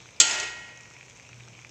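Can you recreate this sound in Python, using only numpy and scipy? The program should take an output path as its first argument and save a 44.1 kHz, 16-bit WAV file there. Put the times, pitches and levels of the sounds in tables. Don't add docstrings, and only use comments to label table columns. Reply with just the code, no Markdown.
import sys
import numpy as np
from scipy import signal
from scipy.io import wavfile
from scipy.ndimage import uniform_filter1d

SR = 44100
rng = np.random.default_rng(int(sys.argv[2]) if len(sys.argv) > 2 else 0)


def volts(x):
    e = np.asarray(x, float) / 20
    return 10 ** e


def wav_out(sig):
    wavfile.write(sys.argv[1], SR, np.round(np.clip(np.atleast_2d(sig).T, -1, 1) * 32767).astype(np.int16))


N = 74970


def read(points, hz):
    f, value = np.transpose(points)
    return np.interp(np.log(hz + 1), np.log(f + 1), value)


def curve(table, col):
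    return np.interp(np.arange(N) / SR, np.array(table)[:, 0], np.array(table)[:, col])


def evened(x):
    return x / np.sqrt(np.mean(x ** 2) + 1e-20)


def ring(hz, db, t60, size):
    t = np.arange(size) / SR
    hz, db, t60 = (np.reshape(v, (-1, 1)) for v in (hz, db, t60))
    return (volts(db - 60 * t / t60) * np.sin(2 * np.pi * hz * t)).sum(0)


def colour(points):
    log_gain = np.log(volts(read(points, np.abs(np.fft.fftfreq(4096, 1 / SR)))))
    return np.fft.ifft(np.exp(np.conj(signal.hilbert(log_gain)))).real[:2048]


def noise(points, patchy_db):
    frames, hz = N // 256 + 5, np.fft.rfftfreq(1024, 1 / SR)
    real, imag, patches = rng.standard_normal((frames, 513, 3)).T
    patches = uniform_filter1d(patches, size=10, axis=0)
    patches = evened(uniform_filter1d(patches, size=10, axis=1))
    gain = volts(read(points, hz)[:, None] + patchy_db * patches)
    return evened(signal.istft((real + 1j * imag) * gain, nperseg=1024, noverlap=768)[1][:N])


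def clicks(per_s, spread_db):
    chance, size, sign = rng.random((N, 3)).T
    height = volts(spread_db * np.minimum(-np.log(size + 1e-9), 4))
    return (chance < per_s / SR) * height * np.sign(sign - .5)


# t/s, f/Hz, level/dB
DRONE = [(0.0, 124, -62), (0.084, 121.3, -58), (0.264, 110.5, -72), (0.402, 123.5, -62.5),
         (0.804, 121.3, -60.5), (1.026, 127.7, -62), (1.136, 112.4, -58.5), (1.22, 117.1, -69),
         (1.362, 120.8, -50.5), (1.624, 119.0, -56), (1.666, 117.4, -65), (1.7, 118.6, -60)]
# t/s, level/dB
THRUM = [(0.0, -78), (0.156, -100), (0.188, -60.5), (0.464, -59.5), (0.818, -80.5), (1.216, -82),
         (1.4, -61), (1.444, -80), (1.662, -89), (1.7, -91)]


def street():
    thrum_hz, wander_hz = 61.7, 4.0
    wander = evened(uniform_filter1d(rng.standard_normal(N), size=2000))
    thrum = np.sin(2 * np.pi * np.cumsum(thrum_hz + wander_hz * wander) / SR)
    drone = np.sin(2 * np.pi * np.cumsum(curve(DRONE, 1)) / SR)
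    return np.sqrt(2) * (volts(curve(DRONE, 2)) * drone + volts(curve(THRUM, 1)) * thrum)


# f/Hz, density/dB per Hz
HISS = [(25, -45), (70, -5.5), (120, 1.5), (220, -8), (500, -7.5), (1050, -13.5), (9000, -60), (15500, -85)]


def burner():
    return volts(-57.5) * noise(HISS, patchy_db=1.5)


# f/Hz, t60/s
ROOM = [(300, 1), (1500, 1), (4000, 0.78), (8000, 0.57), (11000, 0.12), (14000, 0.22)]


def kitchen(x):
    taps = np.zeros(SR)
    at = np.arange(200, SR - 20, 20)
    taps[at + rng.integers(0, 20, len(at))] = rng.choice([-1., 1.], len(at))
    hz, t, z = signal.stft(taps, SR, nperseg=256)
    tail = signal.istft(z * volts(-60 * t / read(ROOM, hz)[:, None]), SR, nperseg=256)[1]
    return signal.fftconvolve(x, tail / np.linalg.norm(tail))[:N]


# f/Hz, density/dB per Hz
STIR = [(1200, -5), (1500, -4), (2600, -11), (3700, 8), (4600, -8), (5600, -14.5), (8000, -57)]


def stir():
    start_db, t60 = -58, .9
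    return volts(start_db - 60 * np.arange(N) / SR / t60) * noise(STIR, patchy_db=0.5)


# t/s, peak level/dB, ring f/Hz
POPS = [(.003, -40, 2700), (.0158, -41, 6500), (.0255, -43, 5500), (.0578, -36, 1500), (.068, -42, 5000),
        (.108, -43, 8000), (.0896, -36.5, 2300), (.132, -43, 2300), (.1466, -43, 4000), (.1652, -41, 5000),
        (.691, -37, 2400), (.7748, -35, 6100), (.8042, -37, 2400), (.8085, -36, 7000), (.8341, -39, 5600),
        (.856, -36, 2450), (.9028, -39, 6700), (.911, -37, 1420), (.9375, -39, 6000), (.966, -37, 2300),
        (1.0102, -34, 2450), (1.029, -37, 2500), (1.083, -39, 2500), (1.098, -37, 7000), (1.109, -41, 3300),
        (1.173, -41, 7500), (1.1626, -40, 6100), (1.198, -35, 2400), (1.2505, -40, 2490),
        (1.2905, -39, 5700), (1.2925, -37, 1400), (1.3311, -34, 2400), (1.399, -41, 2400),
        (1.4064, -36, 2500), (1.4365, -40, 3500), (1.4788, -38, 1400), (1.4848, -38, 5900),
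        (1.534, -42, 2800), (1.591, -36, 2300), (1.551, -42, 2500), (1.615, -41, 6000), (1.623, -41, 2400),
        (1.6481, -31, 2300), (1.6936, -36, 5500)]
# f/Hz, density/dB per Hz
SIZZLE = [(1000, -14.5), (1900, -11), (2400, -2), (3000, -10), (4600, -16), (6200, -6.5), (8000, -17),
          (9500, -39.5)]


def paste():
    pop_db, pop_t60, snap_db = 1, .008, 5
    spray_db, spray_t60 = -16, .05
    fizz_db, sizzle_db = -59, -56.5
    port = colour(SIZZLE)
    pops, t = np.zeros(N + 6000), np.arange(4000) / SR
    for s, db, hz in POPS:
        spray = rng.standard_normal(4000) * volts(spray_db - 60 * t / spray_t60)
        spray += volts(snap_db) * 2 * (t == 0)
        cavity = colour([(hz / 4, -6), (hz, 0), (hz * 2, -9), (hz * 4, -14)])
        tone = np.convolve(port[:400], cavity[:100])
        x = np.convolve(spray, tone / np.linalg.norm(tone))[:4000]
        x += ring(hz, 0, pop_t60, size=4000) * np.minimum(t / .0004, 1)
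        pops[round(s * SR):][:4000] += volts(pop_db + db) * x / np.abs(x).max()
    pops = signal.lfilter(*signal.butter(4, 9000, fs=SR), pops[:N])
    fizz = evened(signal.oaconvolve(clicks(per_s=900, spread_db=3.0), port)[:N])
    return pops + volts(fizz_db) * fizz + volts(sizzle_db) * noise(SIZZLE, patchy_db=2.5)


# f/Hz, level/dB from the blow, level/dB kept up by the drag, t60/s
POT = [(310, -39, -58, .35), (373, -50, -50, .6), (480, -43, -56, .3), (812, -56, -57, 1.5),
       (976, -52, -58, 3.5), (1399, -29.5, -45, .95), (1894.5, -33, -36.5, 1.25), (2175, -46, -45, 1.5),
       (2420, -31, -55, .12), (2520, -40, -47, 1.8), (2688, -33, -48, .2), (2740, -27, -70, .13),
       (2971, -31, -47.5, 1.2)]


def pot():
    hz, blow_db, fed_db, t60 = np.transpose(POT)[:, :, None]
    feed_start, feed_end = .27, .44
    t = np.arange(N) / SR
    since = np.maximum(t - KNOCKS[0][0], 0)
    build_up = np.clip((t - feed_start) / (feed_end - feed_start), 0, 1) ** .5
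    fed = build_up * volts(fed_db - 60 * np.maximum(t - feed_end, 0) / np.maximum(t60, .6))
    blow = np.minimum(since / .0015, 1) * volts(blow_db - 60 * since / np.minimum(t60, .6))
    return ((blow + fed) * np.sin(2 * np.pi * hz * since)).sum(0)


def rebound():
    start, hz, db, rise, t60 = .283, 6637, -27, .012, .18
    late = np.maximum(np.arange(N) / SR - start, 0)
    level = np.minimum(late / rise, 1) ** 2 * volts(db - 60 * late / t60)
    return level * np.sin(2 * np.pi * hz * late)


# t/s, level/dB
DRAG = [
    (.2, -68.5),
    (.212, -32.5),
    (.28, -30.5),
    (.3, -31.5),
    (.35, -30.5),
    (.43, -36.5),
    (.46, -40.5),
    (.56, -51.5),
    (.7, -56.5),
    (.85, -73),
]
# f/Hz, level/dB
DRAG_TONE = [(230, -24.5), (700, -8), (1100, -14), (2500, -3.5), (4200, -13.5), (7000, -10), (10000, -34),
             (15500, -51)]


def drag():
    rasp_t60, ring_t60, ring_db = 0.028, .1, 1
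    t, out = np.arange(6000) / SR, np.zeros(N)
    train = volts(curve(DRAG, 1)) * evened(clicks(per_s=2000, spread_db=3.0))
    spot = rng.integers(0, 6, N)
    hz = 600 + 7600 * rng.random(160)
    lean = read(DRAG_TONE, hz) + 3 * rng.standard_normal(160)
    soft = np.sin(np.pi / 2 * np.minimum(t / .003, 1)) ** 2 * np.cos(np.pi / 2 * t / t[-1]) ** 2
    for k in range(6):
        grit = rng.standard_normal(6000) * volts(-60 * t / rasp_t60)
        rasp = np.convolve(grit, colour(DRAG_TONE))[:6000]
        mode_db = lean + 3 * rng.standard_normal(160)
        modes = ring(hz, mode_db, ring_t60 * np.sqrt(2500 / hz), size=6000)
        tail = evened(rasp) + volts(ring_db) * evened(modes * soft)
        out += signal.oaconvolve(train * (spot == k), tail / np.linalg.norm(tail))[:N]
    return out


# t/s, strength level/dB, dullness/0-1
KNOCKS = [
    (.2003, 4.5, 0.01),
    (.2115, -7.5, 0.37),
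    (.3096, -14, 0.89),
    (.3425, -34, 0.5),
    (.386, -28, 0.95),
    (.398, -24, 0.3),
    (.428, -23, 1),
    (.474, -35.5, 0.38),
]
# f/Hz, level/dB, t60/s
LADLE = [(3180, -30, .45), (3457, -29, .15), (4075, -26, .17), (4412, -31, .3), (4574, -27, .09),
         (5500, -36, .2), (6075, -26, .12), (6553, -17, .08), (6632, -37, .6), (6642, -13, .08),
         (7334, -13, .07), (7490, -20, .1), (7547, -14, .07), (7805, -18, .09)]
# f/Hz, level/dB
SHEET = [(450, -23.5), (1050, -29.5), (2500, -8.5), (4400, -3.5), (5200, -2.5), (7000, 3.5), (9500, -22.5),
         (15500, -70.5)]
# f/Hz, t60/s
SHEET_T60 = [(300, .1), (1500, .07), (4000, .05), (8000, .04), (14000, .03)]


def knocks():
    knock_db, ladle_db, sheet_db = -1.5, 1, -26
    out, t = np.zeros(N), np.arange(24000) / SR
    u = rng.random((400, 2))
    hz = 390 + 15000 * np.sort(u[:, 0]) ** 1.3
    small = read(SHEET, hz) + 6.0 * (u[:, 1] - .5)
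    bowl_hz, bowl_db, bowl_t60 = np.transpose(LADLE)
    for k, (s, db, dull) in enumerate(KNOCKS):
        uneven = rng.standard_normal(414) * (k > 0)
        x = ring(bowl_hz, ladle_db + bowl_db + 1.86 * uneven[:14] - 83.0 * dull, bowl_t60, size=24000)
        crowd_db = sheet_db + small + 9.26 * uneven[14:] - 5.4 * dull * np.log2(hz / 2500)
        x[:4000] += ring(hz, crowd_db, read(SHEET_T60, hz), size=4000)
        out[round(s * SR):][:24000] += volts(knock_db + db) * x * np.minimum(t / 0.0019, 1)
    return out


def scene():
    metal, wall = knocks() + drag(), pot() + rebound()
    echo = kitchen(volts(-10.5) * metal + volts(-26) * wall)
    return (metal + wall + echo + paste() + stir() + street() + burner())[None]


def roll_off(x):
    return signal.sosfilt(signal.butter(12, 15950, fs=SR, output="sos"), x)


def record(dry):
    ceiling = 4.0
    cut = signal.lfilter(*signal.butter(2, 45, "high", fs=SR), dry)
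    limited = ceiling * np.tanh(cut / ceiling)
    edge = signal.firwin(301, 15620, window=("kaiser", 9), fs=SR)
    mix = signal.oaconvolve(limited, edge[None], "same")
    return roll_off(mix)


dry = scene()
out = record(dry)
wav_out(out)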